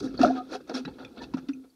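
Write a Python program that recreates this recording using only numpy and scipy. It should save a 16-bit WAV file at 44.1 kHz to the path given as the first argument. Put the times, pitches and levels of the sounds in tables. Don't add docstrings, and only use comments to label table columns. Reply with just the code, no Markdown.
import sys
import numpy as np
from scipy import signal
from scipy.fft import rfft, irfft, next_fast_len
from scipy.io import wavfile
from scipy.ndimage import map_coordinates

SR = 44100
rng = np.random.default_rng(int(sys.argv[2]) if len(sys.argv) > 2 else 0)


def log_audio(samples):
    frames = np.atleast_2d(samples).T
    limited = np.clip(frames, -1, 1)
    pcm = np.round(limited * 32767).astype(np.int16)
    wavfile.write(sys.argv[1], SR, pcm)


N = 77175
T = np.arange(N) / SR


def amp(db):
    return 10 ** (np.asarray(db) / 20)


def unit(x):
    return x / np.sqrt(np.mean(x ** 2) + 1e-20)


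def along(points, hz):
    f, values = np.transpose(points)
    return np.interp(np.log(hz + 1), np.log(f + 1), values)


def coloured(x, spectrum):
    size = 2 * next_fast_len(N, True)
    gain = amp(along(spectrum, np.fft.rfftfreq(size, 1 / SR)))
    cepstrum = irfft(np.log(gain), size)
    cepstrum[1:size // 2] *= 2
    cepstrum[size // 2 + 1:] = 0
    return irfft(rfft(x, size) * np.exp(rfft(cepstrum)), size)[:N]


def add(track, start_s, sound):
    i = max(round(start_s * SR), 0)
    track[i:i + len(sound)] += sound[:max(N - i, 0)]


def room():
    # f/Hz, level/dB
    colour = [(20, -13), (65, -14.5), (120, -6), (300, 0), (800, -12), (2500, -19.5), (4200, -14),
              (7000, -16.5), (11000, -17), (14000, -19.5), (15500, -26.5)]
    return amp(-71) * unit(coloured(rng.standard_normal(N), colour))


def walls(x):
    # f/Hz, fade/s (a fade is the time to fall by 60 dB)
    fades = [(200, 0.14), (1500, 0.1), (5000, 0.039), (15000, 0.068)]
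    count = SR // 4
    hz, t, bands = signal.stft(rng.standard_normal(count), SR, nperseg=256)
    fading = amp(-60 * t / along(fades, hz)[:, None])
    tail = signal.istft(bands * fading, SR, nperseg=256)[1][:count]
    bass_cut = signal.butter(3, 900, "high", fs=SR, output="sos")
    tail = signal.sosfilt(bass_cut, tail / np.linalg.norm(tail))
    return signal.fftconvolve(x, tail)[:N]


def drum(x):
    # f/Hz, gain/dB, fade/s
    notes = [(261.4, 2.5, 0.43), (325, -27, .3), (389.7, -19.5, 0.75), (508, 0.5, 0.073),
             (687, -35.5, 0.27), (813, -3, 0.15), (1214, -20, 0.22), (1320, -26.5, .18), (1306, -10, 0.13),
             (1473, -15, .15), (1840, -5.5, 0.15), (2626, 0.5, 0.06), (3880, -9.5, .08)]
    t = T[:SR // 2]
    ring = np.zeros(len(t))
    for hz, db, fade in notes:
        scale = 2 * np.log(1000) / (fade * SR)
        ring += scale * amp(db - 60 * t / fade) * np.cos(2 * np.pi * hz * t)
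    return signal.fftconvolve(x, ring)[:N]


def rumble():
    # t/s, level/dB
    surge = [(0, 12.5), (.12, 7.5), (.23, 19.5), (.33, 4), (.48, -7.5), (.54, -2.5), (.62, -12), (.8, -3),
             (.9, 7.5), (.99, -4), (1.05, 8.5), (1.14, -10.5), (1.22, 7.5), (1.3, 3), (1.35, 5),
             (1.44, -1.5), (1.58, -4), (1.7, -21.5)]
    # f/Hz, level/dB
    colour = [(20, -38), (30, -24), (45, -8.5), (68, -4.5), (95, -14), (150, -4), (200, -14), (400, -51),
              (1200, -120)]
    loudness = amp(-60 + np.interp(T, *np.transpose(surge)))
    return loudness * unit(coloured(rng.standard_normal(N), colour))


def bubble(hz, swell_s, fade_s, octaves_per_s):
    waver_cycles, waver_db, waver_rad = 6.3, 1.95, 0.25
    t = T[:SR // 3]
    swell = np.sin(np.pi / 2 * np.minimum(t / swell_s, 1)) ** 2
    fading = amp(-60 * np.maximum(t - swell_s, 0) / fade_s)
    shapes = rng.standard_normal((2, len(t)))[:, :SR // 50]
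    position = t * hz / waver_cycles
    phase_waver, level_waver = [map_coordinates(row, [position], mode="mirror") for row in shapes]
    phase = 2 * np.pi * np.cumsum(hz * 2 ** (octaves_per_s * t)) / SR
    return swell * fading * amp(waver_db * level_waver) * np.sin(phase + waver_rad * phase_waver)


def drips():
    # t/s, f/Hz, level/dB
    drops = [(.060, 3860, -43.5), (0.074, 1625, -44.5), (0.1442, 1310, -43), (.176, 4560, -37),
             (.179, 4220, -37.5), (.214, 1360, -26), (.215, 2510, -41), (.696, 5420, -46.5),
             (.745, 5320, -39.5), (0.75, 5400, -29), (0.855, 3920, -36.5), (0.882, 4060, -49.5),
             (1.048, 2390, -36.5), (1.049, 3490, -38.5), (1.238, 2620, -49), (1.339, 2645, -53.5),
             (1.342, 4044, -43.5), (1.486, 3560, -46), (1.5327, 2480, -46.5), (1.534, 6000, -52),
             (1.64, 2300, -60), (1.7003, 4500, -60.5)]
    out = np.zeros(N)
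    for start, hz, db in drops:
        add(out, start, amp(db) * bubble(hz, swell_s=0.0015, fade_s=0.028, octaves_per_s=2.7))
    return out


def slaps():
    # t/s, level/dB, fade/s, tilt towards the treble/(dB per octave)
    smacks = [(.1425, -45.5, 0.02, -3), (.213, -27, 0.04, 3.5), (0.2309, -21, 0.014, 6),
              (0.6056, -49, .025, -4), (.694, -37.5, .04, 2.5), (0.85, -27.5, 0.032, -2),
              (0.8755, -33, 0.032, -4.5), (1.0477, -41, 0.019, 2), (1.1761, -39, 0.028, -3),
              (1.3366, -37.5, 0.057, -0.5), (1.379, -41.5, 0.066, -2.5), (1.485, -39.5, 0.059, 1)]
    # f/Hz, level/dB
    colour = [(50, -40.5), (150, 15.5), (500, 1), (900, -2), (1500, 8), (2100, 0), (2600, 1.5), (3000, -3),
              (3800, -2.5), (5600, -2.5), (7200, -23), (11000, -33.5), (15000, -40)]
    attack_s = 0.0015
    out = np.zeros(N)
    for start, db, fade, tilt in smacks:
        tilted = [(hz, level + tilt * np.log2(hz)) for hz, level in colour]
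        shape = amp(-60 * T / fade) * (1 - np.exp(-T / attack_s))
        burst = coloured(shape * rng.standard_normal(N), tilted)
        add(out, start, amp(db) * burst * np.linalg.norm(shape) / np.linalg.norm(burst))
    return out


def gulps():
    # t/s, f/Hz, level/dB, swell/s, fade/s, pitch slide/(octaves per s)
    pockets = [(.093, 275, -29, 0.0025, 0.069, 3), (.118, 281, -33, 0.019, 0.1, -4),
               (.200, 258, -14.5, 0.011, 0.073, 4.5), (.266, 258.6, -22, .02, 0.28, 0.5),
               (.229, 671.5, -11.5, 0.011, 0.056, 5.5), (.248, 290.2, -20.5, 0.019, 0.13, 1.5),
               (.249, 602, -16.5, 0.0033, 0.097, 2.5), (.245, 1358, -18.5, 0.0045, 0.015, -6),
               (.286, 659, -20.5, 0.024, 0.027, 5.5), (.335, 759, -33.5, 0.073, 0.058, -0.5),
               (.366, 1222, -36, 0.024, 0.11, 0.7), (.535, 399, -35, 0.021, 0.12, 1.5),
               (.545, 720, -35, 0.0086, 0.085, 3.5), (.696, 668, -33, 0.002, 0.035, -13.5),
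               (.703, 436, -38, 0.016, 0.044, 5.5), (.740, 247.9, -30.5, 0.016, 0.12, 1.5),
               (.795, 255.6, -34.5, 0.021, .2, 0), (0.865, 267, -35, 0.0052, 0.11, 15.5),
               (.877, 820, -41.5, 0.0027, 0.08, 4.5), (1.205, 894, -42, .018, 0.058, 4),
               (1.195, 1770, -49, 0.018, 0.12, 0), (1.3365, 954, -36.5, 0.0032, 0.021, 1.5),
               (1.339, 252, -20, 0.01, 0.022, 4.5), (1.342, 175.6, -37, 0.012, 0.2, -1),
               (1.486, 279.6, -23, 0.0082, 0.13, 0), (1.539, 257.6, -44, 0.031, .25, 1)]
    out = np.zeros(N)
    for start, hz, db, swell, fade, slide in pockets:
        add(out, start, amp(db) * bubble(hz, swell, fade, slide))
    return out


def froth(colour, low_hz, high_hz, per_s, cycles, spread_db):
    when, pitch, strength, flip = rng.random((int(per_s * N / SR), 4)).T[:, :, None]
    hz = low_hz * (high_hz / low_hz) ** pitch
    samples = np.arange(int(min(cycles / low_hz, 0.06) * SR))
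    age = hz * samples / SR / cycles
    boost_db = spread_db * np.minimum(-np.log(1 - strength), 3)
    gain = amp(boost_db) * hz / low_hz * np.sign(flip - 0.5)
    rings = gain * amp(-60 * age) * np.sin(2 * np.pi * cycles * age * (1 + 0.068 * age))
    places = (when * N).astype(int) + samples
    cloud = np.bincount(places.ravel(), rings.ravel(), N)[:N]
    noise = amp(-3) * rng.standard_normal(N)
    return unit(coloured(unit(cloud) + noise, colour))


def swishing():
    # peak t/s, time to rise 20 dB/s, hold/s, fade/s, then level/dB of churn, gurgle, spray, fizz
    strokes = [(.002, 0.024, 0.0049, 0.033, -34, -47, -50, -48),
               (.044, 0.047, 0.0087, 0.15, -33, -47.5, -54.5, -50.5),
               (0.141, .012, 0.0058, .1, -63, -58.5, -61, -67),
               (0.193, .005, 0.009, 0.067, -34, -35, -45.5, -53),
               (.230, 0.043, 0.02, 0.25, -24.5, -31, -41.5, -45.5),
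               (0.365, .06, 0.021, 0.055, -38.5, -44.5, -51.5, -61),
               (0.529, 0.038, 0.028, 0.062, -43, -40, -45.5, -48.5),
               (0.607, .005, 0.0028, 0.053, -45, -52, -64, -70),
               (.676, 0.0071, 0.0068, 0.11, -75, -53.5, -60.5, -65),
               (.697, 0.0067, 0.021, 0.079, -34.5, -42, -56, -65),
               (0.744, 0.011, 0.038, 0.097, -38.5, -41.5, -43, -46.5),
               (.878, 0.0034, 0.0046, 0.086, -36.5, -50.5, -55, -74),
               (0.986, 0.0052, 0.032, 0.27, -52, -49.5, -59.5, -71),
               (1.17, .02, 0.021, 0.17, -49, -51.5, -56, -83),
               (1.221, .012, 0.016, 0.093, -45, -51.5, -50, -56.5),
               (1.371, .005, 0.0084, 0.094, -41, -48, -61.5, -61),
               (1.643, 0.013, .006, 0.078, -54, -63, -73, -81)]
    # t/s, level/dB
    lapping = [(0, 4), (.35, 6), (.46, 2), (.64, -4), (.82, 1.5), (1.0, 0.5), (1.12, -0.5), (1.28, -0.5),
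               (1.45, -2.5), (1.56, -6.5), (1.75, -20)]
    # f/Hz, level/dB
    churn_colour = [(30, -51), (95, -34.5), (160, -18.5), (200, -8.5), (260, 0.5), (340, -2), (470, -9.5),
                    (650, -16.5), (1200, -54), (3000, -120)]
    gurgle_colour = [(100, -61.5), (250, -20), (450, 0), (750, 0.5), (1020, -10), (1380, -2), (1650, -5.5),
                     (2000, -22.5), (3000, -28.5), (6000, -74), (10000, -120)]
    spray_colour = [(400, -68), (1000, -21), (1800, -7.5), (2500, -4.5), (2900, -9), (3500, -0.5),
                    (4100, -0.5), (4800, -4.5), (6000, -15), (9000, -37), (15000, -79.5)]
    fizz_colour = [(1000, -75), (3000, -25), (4400, -3.5), (5400, -1), (6300, -6.5), (7400, -20.5),
                   (10000, -12.5), (13000, -25), (15500, -30.5)]
    lap = amp(np.interp(T, *np.transpose(lapping)))
    power = (amp([[-50], [-64.5], [-69], [-77.5]]) * lap) ** 2
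    for peak, rise, hold, fade, *levels in strokes:
        shape_db = -20 * np.maximum(peak - T, 0) / rise - 60 * np.maximum(T - peak - hold, 0) / fade
        power += amp(np.array(levels)[:, None] + shape_db) ** 2
    churn = froth(churn_colour, low_hz=170, high_hz=510, per_s=400, cycles=19.9, spread_db=1.63)
    gurgle = froth(gurgle_colour, low_hz=441.8, high_hz=1998, per_s=1000, cycles=28.4, spread_db=1.54)
    spray = froth(spray_colour, low_hz=1924, high_hz=4837, per_s=1800, cycles=78, spread_db=2.5)
    fizz = froth(fizz_colour, low_hz=4294, high_hz=8140, per_s=4300, cycles=38, spread_db=5.0)
    return np.sum(np.sqrt(power) * [churn, gurgle, spray, fizz], axis=0)


def scene():
    water = swishing() + rumble() + gulps() + slaps()
    drops = drips()
    echoes = amp(-9) * walls(water) + amp(-5.5) * walls(drops)
    return (water + drops + drum(water + drops) + echoes + room())[None]


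def record(dry):
    top_hz = 15750
    size = next_fast_len(N + SR // 4)
    kept = np.fft.rfftfreq(size, 1 / SR) < top_hz
    return irfft(rfft(dry, size) * kept, size)[:, :N]


dry = scene()
out = record(dry)
log_audio(out)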